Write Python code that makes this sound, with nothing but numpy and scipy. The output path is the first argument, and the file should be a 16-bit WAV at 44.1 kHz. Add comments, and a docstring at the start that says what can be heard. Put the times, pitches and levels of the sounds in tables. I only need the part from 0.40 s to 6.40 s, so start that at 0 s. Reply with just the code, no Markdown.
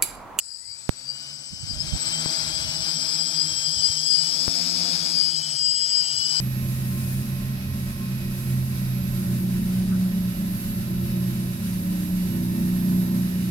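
"""A small four-rotor drone spins up on the grass, lifts off and flies over a field.
Each motor hums at its blade rate, whines at multiples of its seven magnet pairs and at its
controller's switching clock; the windings buzz and the rotors hiss, both made of shaped noise.
Behind it, low noise makes the wind rumble on two microphone ports, pressure steps pop, and air is faint."""
import sys
import numpy as np
from scipy import signal
from scipy.fft import rfft, irfft, next_fast_len
from scipy.io import wavfile
from scipy.ndimage import uniform_filter1d

SR = 44100
rng = np.random.default_rng(int(sys.argv[2]) if len(sys.argv) > 2 else 0)


def dump_mix(stems):
    """Bounce the given channels to the path in sys.argv[1] as a 16-bit WAV at rate SR."""
    frames = np.atleast_2d(stems).T  # one column per channel
    limited = np.clip(frames, -1, 1)  # hard clip at full scale
    pcm = np.round(limited * 32767).astype(np.int16)
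    wavfile.write(sys.argv[1], SR, pcm)


N = 264688

# gains of the drone's sounds: [start_s, hiss_db, clock_db, buzz_db, commutation_db]
FLIGHT_LEVELS = [(0.0, -101, -62.5, -58, -90), (0.3, -59.5, -59, -61, -61), (0.55, -53.5, -59, -66.5, -57),
                 (0.9, -51.5, -61, -63, -50), (1.14, -54.5, -56.5, -62.5, -47),
                 (1.44, -44, -58, -58.5, -40.5), (1.64, -38.5, -46.5, -54, -43),
                 (1.86, -36, -48.5, -52, -41.5), (2.24, -40, -53.5, -52, -40),
                 (2.67, -40.5, -51, -47.5, -31), (3.06, -42, -49, -47, -37), (3.69, -45, -48.5, -45, -38),
                 (4.08, -39.5, -53.5, -44.5, -40.5), (4.5, -37, -55.5, -46.5, -36),
                 (4.91, -43, -52, -47.5, -41.5), (5.28, -47.5, -47, -50, -38),
                 (6.0, -44, -50, -46.5, -38.5)]
# slow course of the bell ringing: [start_s, level_db]
RINGING = [(0.0, -102), (0.6, -38), (1.0, -65), (1.6, -75), (2.9, -84), (3.15, -54), (4.3, -45), (5.6, -33),
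           (6.0, -37.5)]
# extra short swells of the ringing: [middle_s, peak_db, length_s]
RINGING_SWELLS = [(0.14, -24.5, 0.11), (0.3, -24.5, 0.096), (0.7, -33.5, 0.033), (1.31, -34.5, 0.04),
                  (1.41, -25, 0.036), (1.68, -28, 0.047), (1.95, -31.5, 0.12), (2.14, -32.5, 0.073),
                  (2.5, -32.5, 0.068), (2.68, -46, 0.17), (2.81, -36, 0.041), (3.01, -27.5, 0.096),
                  (3.27, -30.5, 0.032), (3.45, -27, 0.06), (3.74, -27.5, 0.13), (4.8, -29, 0.074),
                  (4.92, -32, 0.19), (5.29, -22.5, 0.16), (5.57, -26, 0.092), (5.98, -31.5, 0.06)]
# motor lines over the winding buzz gain: [start_s, level_db]
LINES_OVER_BUZZ = [(0, 5), (.55, 7), (1.3, 8), (1.6, 4), (3.9, 4.5), (4.1, 3), (6, 4)]
# how the arms radiate the commutation tones: [pitch_hz, level_db]
ARM_TONE = [(1000, 4), (2400, 2), (2780, -10), (2950, 1), (3150, -2), (3350, -8), (3600, -12), (6500, -4),
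            (9300, -4), (9900, 6), (10500, -4)]
# treble lift of the cavity at the left port: [pitch_hz, level_db over the right port]
LEFT_CAVITY = [(100, 0), (2500, 0), (3000, -1), (3600, 11), (4400, 18), (4900, 21), (5800, 15), (6600, 4),
               (7750, 11), (10000, 8), (15000, 10)]
# how much earlier the left port hears: [start_s, lead_ms]
LEFT_LEAD = [(0, 0.16), (3.5, 0.25), (5.2, 0.309), (6, 0.26)]
GROUND_ECHO_MS, GROUND_ECHO_DB = 1.28, [-20, -8]   # echo gain at the left and right port
HUM_OVER_HISS_DB, SIDES_OVER_LINES_DB = -9.5, -8


def drone():
    """Motors, buzz and hiss reach two ports; a cavity lifts the left treble, grass returns a short echo."""
    hiss_db, clock_db, buzz_db, commutation_db = in_time(FLIGHT_LEVELS)
    hum, commutation, whine, clocks, sides, chop = motors()
    rattle = .15 * rms_one(bell(rng.standard_normal(N)))
    ringing_gain = from_db(in_time(RINGING)[0]) + swells(RINGING_SWELLS)
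    line_gain = from_db(buzz_db + in_time(LINES_OVER_BUZZ)[0])

    tones = ringing_gain * bell(whine + rattle)
    tones += line_gain * (colour(whine, BUZZ_TONE) + from_db(SIDES_OVER_LINES_DB) * sides)
    tones += from_db(clock_db) * clocks
    tones += from_db(commutation_db) * colour(commutation, ARM_TONE)
    tones += from_db(hiss_db + HUM_OVER_HISS_DB) * hum

    buzz = from_db(buzz_db) * winding_buzz()
    hiss = from_db(hiss_db) * rotor_hiss(chop)
    ports = []
    for port, echo_db in enumerate(GROUND_ECHO_DB):
        direct = hiss[port] + buzz[port] + tones
        dulled = uniform_filter1d(direct, size=4)   # grass dulls the echo
        ports.append(direct + from_db(echo_db) * delayed(dulled, GROUND_ECHO_MS))
    return np.array([colour(ports[0], LEFT_CAVITY), delayed(ports[1], in_time(LEFT_LEAD)[0])])


# one speed curve per motor, before the spin-up share and smoothing: [start_s, shaft_turns_per_s]
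SPEED_CURVES = [
    [(1.05, 69.4), (1.28, 69.6), (1.47, 75.2), (1.7, 72.8), (1.97, 79.2), (2.33, 69.6), (2.58, 75.9),
     (2.75, 73.4), (2.9, 75.1), (3.3, 74.2), (3.42, 72.5), (3.72, 73.3), (3.87, 70.8), (4.1, 84.0),
     (4.4, 81.5), (4.55, 80.5), (4.68, 80.0), (4.86, 71.7), (5.0, 72.1), (5.25, 68.4), (5.48, 69.6),
     (5.66, 67.6), (5.85, 72.2), (6.0, 72.2)],
    [(1.05, 72.1), (1.26, 72.4), (1.41, 78.8), (1.9, 81.0), (2.12, 77.4), (2.33, 79.2), (2.6, 75.5),
     (2.72, 79.0), (3.0, 79.5), (3.15, 76.0), (3.3, 78.6), (3.5, 78.5), (3.68, 76.0), (3.9, 85.0),
     (4.1, 86.0), (4.38, 88.0), (4.7, 86.8), (4.9, 77.3), (5.05, 73.7), (5.28, 73.8), (5.46, 71.1),
     (5.62, 72.2), (5.85, 69.9), (6.0, 72.7)],
    [(0.5, 73.0), (0.7, 70.3), (0.8, 71.6), (0.9, 73.7), (1.5, 73.7), (1.7, 78.9), (1.9, 81.4),
     (2.05, 78.7), (2.15, 80.9), (2.28, 79.5), (2.42, 78.3), (2.52, 81.4), (2.66, 79.5), (2.8, 79.5),
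     (2.9, 84.2), (3.07, 78.0), (3.21, 77.5), (3.33, 84.0), (3.55, 77.2), (3.74, 81.1), (3.82, 81.2),
     (3.91, 78.4), (4.06, 81.8), (4.3, 82.6), (4.55, 83.0), (4.85, 82.4), (5.0, 79.2), (5.17, 75.3),
     (5.3, 76.0), (5.45, 77.4), (5.55, 75.9), (5.64, 77.7), (5.73, 75.6), (5.8, 79.5), (6.0, 80.5)],
    [(1.05, 64.7), (1.26, 65.3), (1.5, 74.6), (1.68, 73.6), (1.83, 77.2), (1.93, 82.0), (2.03, 78.9),
     (2.14, 81.2), (2.25, 78.5), (2.42, 83.4), (2.56, 83.5), (2.7, 80.2), (2.95, 77.0), (3.1, 79.0),
     (3.42, 73.3), (3.7, 79.8), (3.85, 82.0), (4.0, 85.5), (4.12, 88.0), (4.3, 87.2), (4.45, 88.0),
     (4.76, 87.0), (4.86, 82.3), (5.05, 78.8), (5.2, 76.2), (5.43, 77.5), (5.68, 75.5), (5.82, 79.7),
     (6.0, 77.8)],
]
# each motor's clock against the common one: [offset_hz]
CLOCK_OFFSETS = [-8, 7, -13, -1]
# loudness of each motor's clock tone: [level_db]
CLOCK_SHARES = [0, -2, -15, -16]
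# how each motor's commutation tones carry as the craft turns: [start_s, then level_db of four motors]
MOTOR_SHARES = [(0, 12, -6, -11, -15), (0.8, -17, 6, -11, -19), (1.3, -12, -4, -12, -18),
                (1.75, 4, -5, -7, -8), (2.15, -1.5, 1, -9, 3), (2.45, -2.5, -5, -12, -6),
                (2.65, -13, -17, -18, -11), (2.95, -11.5, -10, -5, -8), (3.15, -3, 3, -4, -15),
                (3.35, -5, -7, -3, -6), (3.65, -4.5, -2.5, -3, -1), (3.85, -2, -3, -1, -11),
                (4.1, -8, -3, 1, -11), (4.6, -3, -12, -10, -8), (4.9, -1.5, 1, -7, -4),
                (5.2, -2.5, -5.5, -14, 0.5), (5.65, -1, -5.5, -14, -2), (6, -5.5, 5.5, -19, -2)]
# extra unevenness of each motor: [factor]
HUNT_BY_MOTOR = [2.5, 1.2, 3, .5]
# the motors take up the load between these times: [time_s]
LIFT_OFF = [1.45, 1.85]
# spin-up: speed starts at this share of its curve and closes the gap ever more slowly
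SPIN_UP_S, SPIN_START_SHARE, SPIN_EASE = 1.05, .43, 2.3
# the controllers hunt around their set speed, more at a higher mean speed and during spin-up
HUNT_SHARE, HUNT_AT_PER_S, HUNT_DOUBLES_PER_S, SPIN_HUNT = .0005, 78, 2.5, 14
# the switching clock sags quickly under first load, then slowly with the battery
CLOCK_HZ, CLOCK_FIRST_SAG_HZ, CLOCK_SETTLE_S, CLOCK_SAG_HZ_PER_S = 7760, 40, .3, 2.9
HUM_SPIN_POWER = 1.2   # blades hum little until they are up to speed


def motors():
    """Four turning shafts and switching clocks drive every tone, and the blade-rate chop of the hiss."""
    t = np.arange(N) / SR
    spin = 1 - (1 - SPIN_START_SHARE) * np.maximum(1 - t / SPIN_UP_S, 0) ** SPIN_EASE
    speeds = [spin * uniform_filter1d(in_time(rows)[0], size=3500) for rows in SPEED_CURVES]
    mean_speed = np.mean(speeds, axis=0)
    climb = mean_speed - HUNT_AT_PER_S
    hunt = 2 ** (climb / HUNT_DOUBLES_PER_S) + SPIN_HUNT * (1 - spin)
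    load = np.interp(t, LIFT_OFF, [0, 1])
    first_sag_hz = CLOCK_FIRST_SAG_HZ * np.exp(-t / CLOCK_SETTLE_S)
    clock_hz = CLOCK_HZ + first_sag_hz - CLOCK_SAG_HZ_PER_S * t
    carry_db = in_time(MOTOR_SHARES)

    hum = commutation = whine = clocks = sides = chop = 0
    for motor, speed in enumerate(speeds):
        unevenness = HUNT_SHARE * (1 + HUNT_BY_MOTOR[motor] * hunt) * drift(24.2)
        shaft = turns(speed * (1 + unevenness))
        clock = turns(clock_hz + CLOCK_OFFSETS[motor] + 1.2 * drift(3))
        thrust = (speed / mean_speed) ** 4.9   # the harder a rotor pulls, the louder its blades
        hum = hum + thrust * blade_hum(shaft, climb * load)
        commutation = commutation + commutation_tones(shaft, carry_db[motor], t)
        whine = whine + bell_lines(shaft, clock, motor, load)
        clocks = clocks + clock_tones(shaft, clock, CLOCK_SHARES[motor])
        sides = sides + side_tones(shaft, clock, t)
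        chop = chop + np.cos(2 * shaft)
    return hum * spin ** HUM_SPIN_POWER, commutation, whine, clocks, sides, chop


# blade hum: [shaft_multiple, level_db, gain_db per turn per s of climb]
BLADE_ORDERS = [(1, -25, 0.3), (2, 1, -0.25), (3, -8, 0.87), (4, -7.5, -0.12), (6, -16, 1), (8, -12, 0.46),
                (10, -15.5, -0.15)]


def blade_hum(shaft, climb):
    """Blades push the air at shaft multiples, strongest at twice the shaft rate."""
    phases = [order * shaft for order, _, _ in BLADE_ORDERS]
    levels_db = [db + gain_db * climb for _, db, gain_db in BLADE_ORDERS]
    return lines(phases, levels_db, flicker_db=4.0, rate=12)


# six commutations per magnet pair and turn, with neighbours: [shaft_multiple, start_db, at_speed_db]
COMMUTATION = [(21, -22, -22), (42, -4, 0), (84, 7, -14), (126, -10, -27)]


def commutation_tones(shaft, carry_db, t):
    """Switching current from winding to winding makes tones at high shaft multiples."""
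    at_speed = np.clip(2 * t / SPIN_UP_S, 0, 1)
    phases = [order * shaft for order, _, _ in COMMUTATION]
    levels_db = [carry_db + start_db + (db - start_db) * at_speed for _, start_db, db in COMMUTATION]
    return lines(phases, levels_db, flicker_db=3.0, rate=14)


# lines near the bell's ring: [clock_multiple, shaft_multiple, flight_gain_db, then level_db of four motors]
BELL_LINES = [(0, 70, -3, 1, -8, 3, -4), (0, 84, -6, -16, -12, -16, -16), (1, -21, -3, 2, -2, -4, -4),
              (1, -28, 1, 2, 2, -4, 5), (1, -31, 9, -22, -22, -7, -20), (1, -35, 9, -14, -16, -7, -13)]


def bell_lines(shaft, clock, motor, load):
    """Magnet and clock lines glide with the motor speed through the pitches where the bell rings."""
    phases = [m * clock + k * shaft for m, k, *_ in BELL_LINES]
    levels_db = [db[motor] + gain_db * load for _, _, gain_db, *db in BELL_LINES]
    return lines(phases, levels_db, flicker_db=2.5)


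# modes of the motor bell: [pitch_hz, width_hz of one pass, level_db]
BELL_MODES = [(4900, 270, -11.5), (4776, 175, -15.5)]


def bell(x):
    """The motor bell rings when a line crosses one of its modes; each mode acts twice, for steep skirts."""
    out = 0
    for hz, width_hz, db in BELL_MODES:
        r = np.exp(-np.pi * width_hz / SR)
        mode = [(1 - r * r) / 2, 0, (r * r - 1) / 2, 1, -2 * r * np.cos(2 * np.pi * hz / SR), r * r]
        out = out + from_db(db) * signal.sosfilt([mode, mode], x)
    return out


# clock tone, split by the unbalanced shaft: [shaft_multiple, level_db]
CLOCK_LINES = [(0, 9), (-1, -36), (1, -7.5)]


def clock_tones(shaft, clock, share_db):
    """The controller's switching clock sings, with side lines one shaft turn away."""
    phases = [clock + k * shaft for k, _ in CLOCK_LINES]
    return lines(phases, [db + share_db for _, db in CLOCK_LINES], flicker_db=1.2)


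# magnets passing the windings split the clock: [clock_multiple, shaft_multiple, start_db, at_speed_db]
SIDE_LINES = [(1, -14, -1, 1), (1, 14, -2, -5), (1, -15, -9, -9), (1, 13, -16, -16), (1, 28, -17, -17),
              (1, 42, -1, -18), (2, -14, -14, -16)]


def side_tones(shaft, clock, t):
    """Passing magnets add lines above and below the clock, mostly near multiples of seven shaft turns."""
    at_speed = np.clip(t / SPIN_UP_S, 0, 1) ** 2
    phases = [m * clock + k * shaft for m, k, _, _ in SIDE_LINES]
    levels_db = [start_db + (db - start_db) * at_speed for _, _, start_db, db in SIDE_LINES]
    return lines(phases, levels_db, flicker_db=2.0)


# tone colour of the winding buzz: [pitch_hz, level_db]
BUZZ_TONE = [(2000, -38), (3200, -33), (4300, -14), (5000, -5.5), (5700, -13.5), (6500, -20.5), (9000, -20),
             (15000, -32.5)]


def winding_buzz():
    """The windings buzz as shaped noise, partly different at each port."""
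    noise = rng.standard_normal((3, N))   # left only, right only, shared
    return np.array([rms_one(colour(noise[2] + 1.8 * noise[port], BUZZ_TONE)) for port in (0, 1)])


# tone colour of the rotor hiss: [pitch_hz, level_db]
HISS_TONE = [(25, -7), (70, 2.5), (150, -20), (320, 4.5), (420, -3.5), (700, 0), (1200, 3.5), (1800, 2),
             (2500, 5.5), (4000, -2), (7000, -0.5), (10000, -10.5), (11500, -13), (12500, -12.5),
             (15000, -25)]


def rotor_hiss(chop):
    """Rough air off the rotors hisses, chopped at the blade rate and partly different at each port."""
    air = rng.standard_normal((3, N)) * (1 + .1 * chop) * from_db(1.2 * drift(6))
    return np.array([rms_one(colour(air[2] + .85 * air[port], HISS_TONE)) for port in (0, 1)])


# gusts on the left port: [middle_s, peak_db, length_s]
LEFT_GUSTS = [(0.05, -63, 0.38), (1.82, -43, 0.43), (2.18, -37, 0.27), (2.5, -45, 0.46), (3.35, -55, 0.47),
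              (4.1, -52, 0.24), (4.95, -49.5, 0.27), (5.37, -53, 0.34), (5.79, -39, 0.088)]
# gusts on the right port: [middle_s, peak_db, length_s]
RIGHT_GUSTS = [(1.13, -22.5, 0.023), (1.23, -32, 0.16), (1.33, -24, 0.14), (1.46, -22, 0.12),
               (1.54, -16.5, 0.058), (1.62, -31, 0.044), (1.7, -27.5, 0.062), (2.05, -31, 0.11),
               (2.15, -30, 0.16), (2.27, -27, 0.055), (2.4, -27.5, 0.1), (2.62, -43, 0.19),
               (3.12, -35, 0.068), (3.24, -40, 0.26), (3.38, -27, 0.035), (3.5, -32.5, 0.07),
               (3.62, -42, 0.041), (4.38, -38, 0.21), (5.0, -48, 0.22), (5.8, -54, .2)]
# sudden pressure steps, before the capsule leak: [start_s, step_db, port (0 left, 1 right), rise_ms]
PRESSURE_STEPS = [(.4928, 1.5, 1, 0.0099), (1.86, -11.5, 0, 0.31), (4.08, -7, 0, 0.082)]
BREEZE_DB, MIC_LOW_HZ = -77, 93


def wind():
    """Lumpy low turbulence on each port, plus pops; the capsule leaks below its corner, so steps die away."""
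    lowpass = signal.butter(3, 95, fs=SR, output="sos")
    low = signal.sosfilt(lowpass, rng.standard_normal((2, N)))
    lumps = from_db(4.0 * np.array([drift(22), drift(25)]))
    gusts = np.array([swells(LEFT_GUSTS), swells(RIGHT_GUSTS)])
    pressure = (from_db(BREEZE_DB) + gusts) * rms_one(low * lumps)
    for s, db, port, rise_ms in PRESSURE_STEPS:
        rise = np.clip((np.arange(N) / SR - s) * 1000 / rise_ms, 0, 1)
        pressure[int(round(port))] += from_db(db) * rise
    leak = signal.butter(2, MIC_LOW_HZ, "high", fs=SR, output="sos")
    return signal.sosfilt(leak, pressure)


def field():
    """Faint air over the grass: steady noise, strongest in the bass."""
    tone = [(25, 8), (60, 16.5), (300, 4.0), (2000, 2.0), (12000, -10.0)]   # pitch_hz, level_db
    return from_db(-58.5) * rms_one(colour(rng.standard_normal((2, N)), tone))


def lines(phases, levels_db, flicker_db, rate=4.3):
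    """Sines that each swell and fade on their own as the frame tilts."""
    total = 0
    for phase, db in zip(phases, levels_db):
        gain = from_db(db + flicker_db * drift(rate))
        total = total + gain * np.sin(phase + 7 * rng.random())
    return total


def turns(per_s):
    """Running phase in radians from a random start."""
    return 2 * np.pi * (np.cumsum(per_s) / SR + rng.random())


def drift(rate):
    """Slow random wander of spread 1, changing about rate times a second."""
    r = np.exp(-80 * np.pi * rate / SR)   # computed at every 40th sample
    noise = rng.standard_normal(N // 40 + 2002)
    slow = signal.lfilter([1], [1, -2 * r, r * r], noise)[2000:]
    return np.interp(np.arange(N) / 40, np.arange(len(slow)), rms_one(slow))


def swells(rows):
    """Gain that rises and falls as a bell curve around each (middle_s, peak_db, length_s) row."""
    t = np.arange(0, N, 64) / SR
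    gain = sum(from_db(db) * np.exp(-(2 * (t - s) / max(length, .02)) ** 2) for s, db, length in rows)
    return np.interp(np.arange(N) / SR, t, gain)


def colour(x, points):
    """Shapes a sound by a fixed (pitch_hz, level_db) curve."""
    size = next_fast_len(N + 4096)
    hz = np.maximum(np.arange(size // 2 + 1) * SR / size, 1)
    points = np.array(points)
    curve_db = np.interp(np.log(hz), np.log(points[:, 0]), points[:, 1])
    return irfft(rfft(x, size) * from_db(curve_db), size)[..., :N]


def delayed(x, ms):
    """Plays a sound later by a fixed or changing time."""
    return np.interp(np.arange(N) - ms * SR / 1000, np.arange(N), x)


def in_time(rows):
    """Draws straight lines between table rows, one curve per column after the time."""
    s, *columns = np.transpose(rows)
    return [np.interp(np.arange(N) / SR, s, c) for c in columns]


def from_db(db):
    """Turns decibels into a plain gain."""
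    return 10 ** (np.asarray(db) / 20)


def rms_one(x):
    """Scales a signal to an effective level of 1."""
    return x / np.sqrt(np.mean(x ** 2) + 1e-20)


def scene():
    """The drone, the wind on the ports and the field air together."""
    return drone() + wind() + field()


def record(dry):
    """The loudest peaks are rounded off, then the top is cut steeply."""
    top = .95
    rounded = top * np.tanh(dry / top)
    top_cut = signal.cheby2(22, 80, 15100, fs=SR, output="sos")   # 80 dB down from 15100 Hz up
    return signal.sosfilt(top_cut, rounded)


dry = scene()
out = record(dry)
dump_mix(out)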